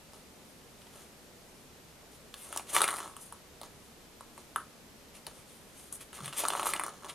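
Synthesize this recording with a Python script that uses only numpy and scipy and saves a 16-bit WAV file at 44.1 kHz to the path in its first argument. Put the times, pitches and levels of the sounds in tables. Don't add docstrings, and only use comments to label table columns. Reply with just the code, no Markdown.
import sys
import numpy as np
from scipy import signal
from scipy.fft import rfft, irfft, next_fast_len
from scipy.io import wavfile
from scipy.ndimage import uniform_filter1d

SR = 44100
rng = np.random.default_rng(int(sys.argv[2]) if len(sys.argv) > 2 else 0)


def store_wav(level_fs):
    pcm = np.round(np.clip(np.atleast_2d(level_fs), -1, 1) * 32767)
    wavfile.write(sys.argv[1], SR, pcm.T.astype(np.int16))


N = 314874

# freq_hz, density_db
AIR_SPECTRUM = [(15, -16), (30, 0.5), (45, -7), (70, -1.5), (95, -4), (130, -1.5), (240, -1), (330, -4),
                (430, -2.5), (800, -9), (1500, -13.5), (5500, -17.5), (13800, -22), (15000, -58)]
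# pitch_hz, rms_db
HUM_TONES = [(68, -73), (228, -72)]
# freq_hz, side_minus_mid_db
AIR_SIDE_SPECTRUM = [(60, -7), (380, -8.5), (700, -5.5), (1300, -3.5), (3000, -2.5), (15000, -3)]
# peak_s, rise_s, level_db, treble_minus_rest_db
PAW_STROKES = [(0.15, 0.047, -64.5, 3), (0.818, 0.003, -58, -17), (0.87, 0.004, -56, -12),
               (0.97, 0.056, -59, 2), (2.135, 0.025, -59, 6), (2.425, 0.061, -50.5, 7),
               (2.55, 0.027, -48.5, -2), (2.704, 0.029, -45.5, 0), (2.735, 0.006, -36, 10),
               (2.755, 0.012, -30, 4), (2.779, 0.01, -33.5, 5), (2.833, 0.01, -37, 1),
               (2.94, 0.093, -49, 5), (3.225, 0.044, -53.5, 11), (4.39, 0.029, -62, 0),
               (5.157, 0.019, -55, -2), (5.37, 0.034, -58, 3), (5.52, 0.074, -61.5, 1),
               (5.80, 0.061, -57, 4.5), (5.942, .016, -44, 16), (6.014, .013, -48, 3),
               (6.155, 0.022, -49, -1), (6.26, .03, -47.5, -1), (6.338, .011, -48, -4),
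               (6.389, 0.015, -29.5, 16), (6.393, 0.027, -34, -2), (6.667, 0.018, -35.5, 7),
               (6.703, .011, -39, 3), (6.56, 0.094, -48, 6), (7.097, 0.012, -44.5, -6)]
# freq_hz, gain_db
RIDGE_COLOUR = [(150, -27), (400, -7), (1100, 0.5), (1650, -5.5), (2200, -2.5), (2700, 0), (3300, -0.5),
                (4000, -4), (5000, -4.5), (7000, -1.5), (8700, -3), (10300, -3.5), (12000, -10.5),
                (14000, -19), (16000, -38)]
# freq_hz, gain_db
PORT_COLOUR = [(900, 0), (1150, 1), (1600, -2), (2000, 2), (2700, -1), (3600, 2), (4600, -1), (8100, -4),
               (8850, 4.5), (9450, -6), (10200, 3.5), (11200, -0.5), (12000, 1.5)]
# start_s, body_db, hollow_hz, clack_db, wall_hz, tick_db, tick_hz
TUBE_KNOCKS = [(0.134, -48.5, 870, -49.5, 5100, -57, 10030), (0.8182, -66, 1530, -52, 3020, -62, 9000),
               (2.341, -69, 1560, -35, 3440, -48, 9200), (2.527, -35.5, 1250, -38.5, 2900, -35, 9800),
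               (2.5618, -31, 890, -36, 7000, -35, 10000), (2.574, -55, 1200, -27, 5720, -30, 8900),
               (2.5957, -36.5, 870, -40, 2470, -57, 8900), (2.75, -29, 1170, -35, 3400, -41, 9900),
               (2.7541, -33, 1100, -28, 2300, -30, 8900), (2.7644, -21, 1260, -18, 1930, -24.5, 9900),
               (2.779, -27, 1180, -27.5, 3630, -41, 9000), (2.784, -28, 1100, -27, 3480, -41, 9710),
               (2.8059, -22.5, 1250, -28, 3300, -30, 8200), (2.8172, -20, 1250, -21, 3700, -17, 10300),
               (2.8235, -29, 1200, -39, 3800, -37, 8900), (2.836, -30, 1200, -27, 3550, -31, 8970),
               (2.8413, -25, 1350, -21.5, 2220, -24.5, 9200), (2.8787, -25.5, 1340, -28, 3420, -30, 9000),
               (2.887, -27.5, 1380, -24.5, 1880, -30.5, 8900), (2.895, -47, 1370, -47, 1920, -34, 8800),
               (2.906, -36, 1270, -36, 3300, -33, 10400), (2.9125, -33, 1340, -39, 3230, -34, 10000),
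               (2.928, -31, 1230, -42, 3270, -39, 8800), (2.939, -31, 1230, -35, 1910, -37, 8990),
               (2.9606, -40, 1090, -40, 4200, -38, 10220), (2.967, -49, 1280, -40, 4120, -37, 9710),
               (2.985, -39, 1030, -37.5, 1970, -38, 9700), (2.991, -41, 1140, -43, 1910, -38, 10900),
               (3.003, -36, 1150, -44, 2690, -49, 9000), (3.017, -43, 1210, -52, 3420, -57, 8900),
               (3.029, -39, 1190, -44, 3520, -54, 10100), (3.043, -47, 1160, -52, 3400, -57, 8800),
               (3.058, -42, 1140, -51, 3300, -58, 8800), (3.1661, -41, 1160, -44.5, 2900, -40, 9940),
               (3.3242, -39, 1120, -50.5, 3070, -40, 10000), (3.6143, -38.5, 720, -41, 3900, -44.5, 11000),
               (3.6326, -42, 895, -42, 4100, -58, 10870), (3.645, -55, 760, -54, 3770, -60, 10070),
               (3.654, -64, 1130, -59, 2630, -66, 9920), (4.2081, -40, 1060, -53, 4160, -49, 10380),
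               (4.378, -46, 950, -49, 2160, -48.5, 8430), (4.56, -21.5, 1300, -34, 3000, -30, 10100),
               (4.564, -32.5, 1560, -50, 1990, -54, 10400), (5.2669, -50, 950, -34, 4100, -39, 9000),
               (5.27, -44, 900, -52, 4400, -56, 8600), (5.28, -48, 1010, -60, 2900, -58, 9270),
               (5.9253, -51.5, 1490, -42, 6700, -32.5, 9840), (6.13, -44.5, 1300, -43.5, 3040, -47, 9900),
               (6.181, -49, 1320, -57, 3370, -60, 8690), (6.189, -44, 1190, -50, 2970, -52, 9640),
               (6.245, -52, 1380, -40, 3400, -46, 9200), (6.2053, -41, 1290, -43.5, 3400, -49, 8740),
               (6.258, -54, 1330, -37, 3730, -36, 9160), (6.279, -38.5, 1140, -35.5, 2800, -41, 8700),
               (6.327, -43, 1370, -38, 2840, -56, 8900), (6.3328, -43, 1160, -36.5, 2800, -49, 8900),
               (6.384, -49, 1100, -40, 3480, -38, 8840), (6.4368, -27.5, 730, -35, 7000, -43, 8850),
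               (6.4415, -29.5, 890, -30.5, 2580, -45, 9000), (6.452, -24.5, 1280, -31.5, 3720, -38, 8700),
               (6.463, -36, 1160, -38, 6750, -45, 8900), (6.4837, -34, 970, -30, 4130, -21.5, 8730),
               (6.5029, -27.5, 970, -27.5, 3030, -48, 8620), (6.5229, -37, 1090, -38, 2800, -48, 8900),
               (6.535, -26.5, 1080, -36, 2950, -38, 8800), (6.5512, -25, 1030, -37, 2130, -42.5, 9440),
               (6.5705, -35, 1090, -35, 3040, -48, 9030), (6.5745, -31, 1000, -48, 2900, -50, 8900),
               (6.596, -25, 1140, -31.5, 2660, -39, 9000), (6.61, -41, 1100, -51, 4350, -40, 9050),
               (6.622, -34, 1090, -43, 3840, -49.5, 8430), (6.63, -28, 960, -31.5, 2970, -35, 9800),
               (6.6571, -26, 1070, -41.5, 2980, -32, 10100), (6.6678, -23, 1060, -34, 3090, -36, 9940),
               (6.69, -31, 1050, -36, 6700, -34, 9000), (6.736, -31, 1130, -23.5, 2100, -26, 8380),
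               (6.753, -34, 920, -46, 4740, -43, 10210), (6.763, -43, 1220, -32, 2960, -39, 8800),
               (6.796, -26, 1150, -28.5, 2050, -29.5, 9600), (6.801, -34, 1210, -49, 1910, -44.0, 10000),
               (6.812, -33, 1290, -43, 1910, -46, 9850), (6.836, -32.5, 1150, -33.5, 1900, -29, 9850),
               (6.864, -31.5, 1156, -39.5, 5950, -40.5, 8700), (6.881, -33.5, 1210, -58, 5780, -43, 9800),
               (7.0455, -41.5, 980, -42, 3070, -48, 8900)]
# pitch_hz, relative_db, t60_s
TUBE_MODES = [(414, -4, 0.031), (595, -2, 0.017), (778, 1.5, 0.015), (870, -2.5, 0.02), (880, -4.5, 0.011),
              (1155, 5.5, 0.029), (1155, 5, 0.013), (1380, 0.5, 0.018), (1510, -10, 0.0057),
              (1666, 2, 0.019), (1800, -8, 0.022), (2250, 0, 0.012), (2960, -0.5, 0.023),
              (3570, -3.5, 0.018), (4130, 1.5, 0.013), (6850, 15.5, 0.0023), (8960, 4, 0.012),
              (10200, -6, 0.0078), (11000, -8, 0.011)]
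# full_speed_s, pushed_s, coast_s, rumble_db, chatter_db
BALL_SHOVES = [(0.94, 0.029, 0.12, -56, -66), (2.47, 0.052, 0.07, -53.5, -55),
               (2.75, 0.032, 0.33, -40, -40), (2.9, 0.064, 0.26, -68, -39.5),
               (6.2, 0.055, 0.11, -52.5, -54), (6.43, 0.27, 0.38, -45, -43),
               (7.04, 0.034, 0.11, -51, -43.5)]
# start_s, pitch_hz, level_db, t60_s
PAW_THUDS = [(5.254, 156, -49, 0.12), (5.28, 69, -54, 0.2), (6.205, 185, -42.5, 0.17),
             (6.223, 141.6, -37, 0.18), (6.268, 142, -39, 0.16)]
# freq_hz, side_minus_mid_db
ECHO_SIDE = [(100, -26), (400, -19), (1200, -44), (2400, -38), (4400, -17), (8500, -1), (15000, 1)]
# freq_hz, left_minus_right_db
TOY_BALANCE = [(6000, -1), (8300, 5), (13000, 1.3)]
# freq_hz, side_minus_mid_db
TOY_SIDE = [(400, -17), (1300, -31), (2500, -42), (4400, -35), (8500, -13), (15000, -4)]

TIME_S = np.arange(N) / SR
AIR_DB = -56
FUR_DB, FUR_SWING_DB, FUR_BRIGHT_DB = -77.5, 7.5, 18
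STROKE_FALL = 1.46
CATCH_DB, SHIFT_DB = 1.9, 1.2
BODY_TRIM_DB = 1.5
RIM_OVERTONE = 1.13
SPEED_UP_S, RUMBLE_POWER = 0.055, 1.42
ROCK_MAX_DB, ROCK_PEAK_S, ROCK_UNDER_DB = -59, 0.011, 8.5
CHATTER_GAP_S = 0.018
ROOM_T60_S, EARLY_S, ECHO_DB = 0.24, 0.0055, -5
TOP_HZ = 16000


def undb(db):
    return 10 ** (np.asarray(db) / 20)


def unit(x):
    return x / np.sqrt(np.mean(x ** 2))


def decay(t_s, t60_s):
    return np.exp(-np.log(1000) * t_s / t60_s)


def swell(t_s, peak_s):
    return t_s / peak_s * np.exp(1 - t_s / peak_s)


def colour(x, points):
    hz, db = np.transpose(points)
    size = next_fast_len(x.shape[-1])
    bins_hz = np.maximum(np.fft.rfftfreq(size, 1 / SR), 1)
    gain = undb(np.interp(np.log(bins_hz), np.log(hz), db))
    return irfft(rfft(x, size) * gain, size)[..., :x.shape[-1]]


def band(x, lo_hz, hi_hz, order=2):
    edges_hz = np.clip([lo_hz, hi_hz], 10, SR / 2 - 100)
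    return signal.sosfilt(signal.butter(order, edges_hz, "band", fs=SR, output="sos"), x)


def add(track, start_s, sound):
    start = int(np.clip(start_s * SR, 0, N - 1))
    track[..., start:start + sound.shape[-1]] += sound[..., :N - start]


def walk(rate_hz):
    hold = int(SR / rate_hz)
    steps = np.repeat(rng.standard_normal(N // hold + 1), hold)
    return 1.3 * uniform_filter1d(uniform_filter1d(steps, hold), hold)[:N]


def grains(rate_hz, spread_db):
    present = rng.random(N) < rate_hz / SR
    sign = rng.choice([-1, 1], N)
    size_db = spread_db * np.minimum(rng.standard_normal(N), 2)
    return unit(present * sign * undb(size_db))


def widen(mid, other, side_points):
    side = colour(other, side_points)
    return np.array([mid + side, mid - side])


def room_tone(waver_db=-0.02, drift_rad=1.27):
    mid, other = (unit(colour(rng.standard_normal(N), AIR_SPECTRUM)) for _ in range(2))
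    hum = 0
    for hz, db in HUM_TONES:
        phase = 2 * np.pi * hz * TIME_S + drift_rad * walk(2.94)
        hum = hum + undb(db) * unit(np.sin(phase))
    level = undb(AIR_DB + waver_db * walk(3.53))
    return widen(mid, other, AIR_SIDE_SPECTRUM) * level + hum


def strokes():
    slips = grains(rate_hz=7000, spread_db=4.0) * undb(CATCH_DB * walk(240))
    rub = colour(slips, RIDGE_COLOUR)
    edges_hz = 180 * 2 ** (np.arange(14) / 2)
    size = next_fast_len(N)
    spectrum, bins_hz = rfft(rub, size), np.fft.rfftfreq(size, 1 / SR)
    dull, bright = np.zeros((2, N))
    for lo_hz, hi_hz in zip(edges_hz, edges_hz[1:]):
        inside = (bins_hz >= lo_hz) & (bins_hz < hi_hz)
        part = irfft(spectrum * inside, size)[:N] * undb(SHIFT_DB * walk(35))
        treble = np.interp(hi_hz, [5700, 11500], [0, 1])
        dull += part * (1 - treble)
        bright += part * treble
    fur = undb(FUR_DB + FUR_SWING_DB * np.tanh(walk(11)))
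    touches = [(fur, FUR_BRIGHT_DB)]
    for peak_s, rise_s, db, bright_db in PAW_STROKES:
        width_s = rise_s * np.where(TIME_S < peak_s, 1, STROKE_FALL)
        envelope = np.exp(-np.minimum(((TIME_S - peak_s) / width_s) ** 2, 20))
        touches.append((undb(db) * envelope, bright_db))
    dull_power = sum(gain ** 2 / (1 + undb(2 * bright_db)) for gain, bright_db in touches)
    bright_power = sum(gain ** 2 / (1 + undb(-2 * bright_db)) for gain, bright_db in touches)
    return unit(dull) * np.sqrt(dull_power) + unit(bright) * np.sqrt(bright_power)


def tube_ring(scatter_db, detune):
    hz, db, t60_s = np.transpose(TUBE_MODES)[:, :, None]
    t_s = np.arange(SR // 20) / SR
    size, shift, side = rng.standard_normal((3, len(TUBE_MODES), 1))
    swing = np.sin(2 * np.pi * hz * (1 + detune * shift) * t_s) * decay(t_s, t60_s)
    return np.sum(np.sign(side) * undb(db + scatter_db * size) * swing, axis=0)


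def panel(t_s, hz, t60_s, overtone, overtone_db):
    upper_hz = hz * overtone * (1 + .03 * rng.standard_normal())
    tones = np.sin(2 * np.pi * hz * t_s) + undb(overtone_db) * np.sin(2 * np.pi * upper_hz * t_s)
    return tones * decay(t_s, t60_s)


def peak_at(x, db, size=88):
    return x * undb(db) / np.sqrt(2 * uniform_filter1d(x ** 2, size, mode="constant").max())


def blow(body_db, hollow_hz, clack_db, wall_hz, tick_db, tick_hz,
         contact_s=0.00084, crack_s=0.0012, crack_db=6,
         hollow_db=19, hollow_s=0.00058, hollow_span=3.0, body_top_hz=1850,
         wall_t60_s=0.0084, wall_db=11, wall_overtone=1.14, wall_overtone_db=-5, wall_span=2.4,
         tick_t60_s=0.014, tick_ring_db=5, tick_overtone_db=-8):
    ring = tube_ring(scatter_db=3.5, detune=0.022)
    t_s = np.arange(len(ring)) / SR
    crack = undb(crack_db) * rng.standard_normal(len(t_s)) * swell(t_s, crack_s)
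    wall = ring * (1 - np.exp(-t_s / contact_s)) + crack
    hollow = undb(hollow_db) * np.sin(2 * np.pi * hollow_hz * t_s) * swell(t_s, hollow_s)
    body = band(wall + hollow, hollow_hz / hollow_span, hollow_hz * hollow_span, order=1)
    body = band(body, 210, body_top_hz)
    patch = undb(wall_db) * panel(t_s, wall_hz, wall_t60_s, wall_overtone, wall_overtone_db)
    clack = band(wall + patch, wall_hz / wall_span, wall_hz * wall_span, order=1)
    rim = undb(tick_ring_db) * panel(t_s, tick_hz, tick_t60_s, RIM_OVERTONE, tick_overtone_db)
    tick = band(wall + rim, 7460, 11000)
    return peak_at(body, body_db + BODY_TRIM_DB) + peak_at(clack, clack_db) + peak_at(tick, tick_db)


def knocks(trim_db=0.5):
    out = np.zeros(N)
    for start_s, *spot in TUBE_KNOCKS:
        add(out, start_s, undb(trim_db) * blow(*spot))
    return out


def ball_motion():
    rumble, skips = np.zeros((2, N))
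    for full_s, pushed_s, coast_s, rumble_db, chatter_db in BALL_SHOVES:
        speeding_up = 1 + (TIME_S - full_s) / SPEED_UP_S
        slowing = 1 - (TIME_S - full_s - pushed_s) / coast_s
        speed = np.clip(np.minimum(speeding_up, slowing), 0, 1)
        rumble = np.maximum(rumble, undb(rumble_db) * speed ** RUMBLE_POWER)
        skips = np.maximum(skips, undb(chatter_db) * speed ** RUMBLE_POWER)
    return rumble, skips


def rolling(motion):
    rumble = 0
    for _ in range(4):
        jolts = grains(rate_hz=70, spread_db=2) * undb(1.5 * walk(25))
        rumble = rumble + signal.fftconvolve(jolts, tube_ring(scatter_db=1.5, detune=.005))[:N]
    rumble = colour(rumble, [(80, -6), (250, 1), (450, 6.5), (800, 5.0), (1150, 0.5), (1600, 0.0),
                             (2500, -5.0), (6000, 4), (10000, -3)])
    rocking = np.zeros(N)
    for start_s, body_db, *_ in TUBE_KNOCKS:
        rock_db = min(ROCK_MAX_DB, body_db - ROCK_UNDER_DB)
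        add(rocking, start_s, undb(rock_db) * swell(TIME_S[:SR // 4], ROCK_PEAK_S))
    return unit(rumble) * np.hypot(motion, rocking)


def chatter(motion, hollow_hz=1150, hollow_scatter=0.052, wall_hz=3200, wall_scatter=0.174, clack_db=-14,
            tick_hz=9500, tick_scatter=0.055, tick_db=-10, spread_db=-0.5, count=450, size=32):
    spots = []
    for place, patch, rim, contact in rng.standard_normal((size, 4)):
        spots.append(blow(0, hollow_hz * np.exp(hollow_scatter * place),
                          clack_db + spread_db * contact, wall_hz * np.exp(wall_scatter * patch),
                          tick_db + spread_db * contact, tick_hz * np.exp(tick_scatter * rim)))
    times_s = np.cumsum(CHATTER_GAP_S * (.5 + rng.random(count)))
    gains = np.interp(times_s, TIME_S, motion, right=0) * undb(spread_db * rng.standard_normal(count))
    out = np.zeros(N)
    for k, (start_s, gain) in enumerate(zip(times_s, gains)):
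        add(out, start_s, gain * spots[k % size])
    return out


def thuds(attack_s=0.0043):
    out, t_s = np.zeros(N), np.arange(SR // 4) / SR
    for start_s, hz, db, t60_s in PAW_THUDS:
        envelope = (1 - np.exp(-t_s / attack_s)) * decay(t_s, t60_s)
        add(out, start_s, undb(db) * np.sin(2 * np.pi * hz * t_s) * envelope)
    return out


def room(x, first_s=0.0031, port_lag_s=.00001):
    t_s = np.arange(SR // 2) / SR
    fade = (t_s > first_s) * (decay(t_s, ROOM_T60_S) + np.exp(-t_s / EARLY_S))
    mid, other = rng.standard_normal((2, len(t_s))) * fade / np.sqrt(np.sum(fade ** 2))
    response = widen(mid, other, ECHO_SIDE)[:, :SR // 3]
    echo = signal.fftconvolve(response, x[None], axes=1)[:, :N]
    echo = colour(echo, [(150, 5.5), (850, -5.0), (1150, 0.5), (1600, 2), (2800, -3.5), (6000, -5.0),
                         (10000, -2), (15000, -10)])
    hz, db = np.transpose(TOY_BALANCE)
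    left, right = (colour(x, np.column_stack([hz, sign * db / 2])) for sign in (1, -1))
    size = next_fast_len(N)
    lag = np.exp(-2j * np.pi * np.fft.rfftfreq(size, 1 / SR) * port_lag_s)
    left = irfft(rfft(left, size) * lag, size)[:N]
    return np.array([left, right]) + undb(ECHO_DB) * echo


def scene():
    rumble, skips = ball_motion()
    toy = knocks() + chatter(skips) + colour(rolling(rumble) + strokes(), PORT_COLOUR)
    beams = widen(0, knocks() + colour(strokes(), PORT_COLOUR), TOY_SIDE)
    return room(toy) + thuds() + beams + room_tone()


def record(dry):
    return signal.sosfilt(signal.ellip(8, .2, 70, TOP_HZ, fs=SR, output="sos"), dry)


dry = scene()
out = record(dry)
store_wav(out)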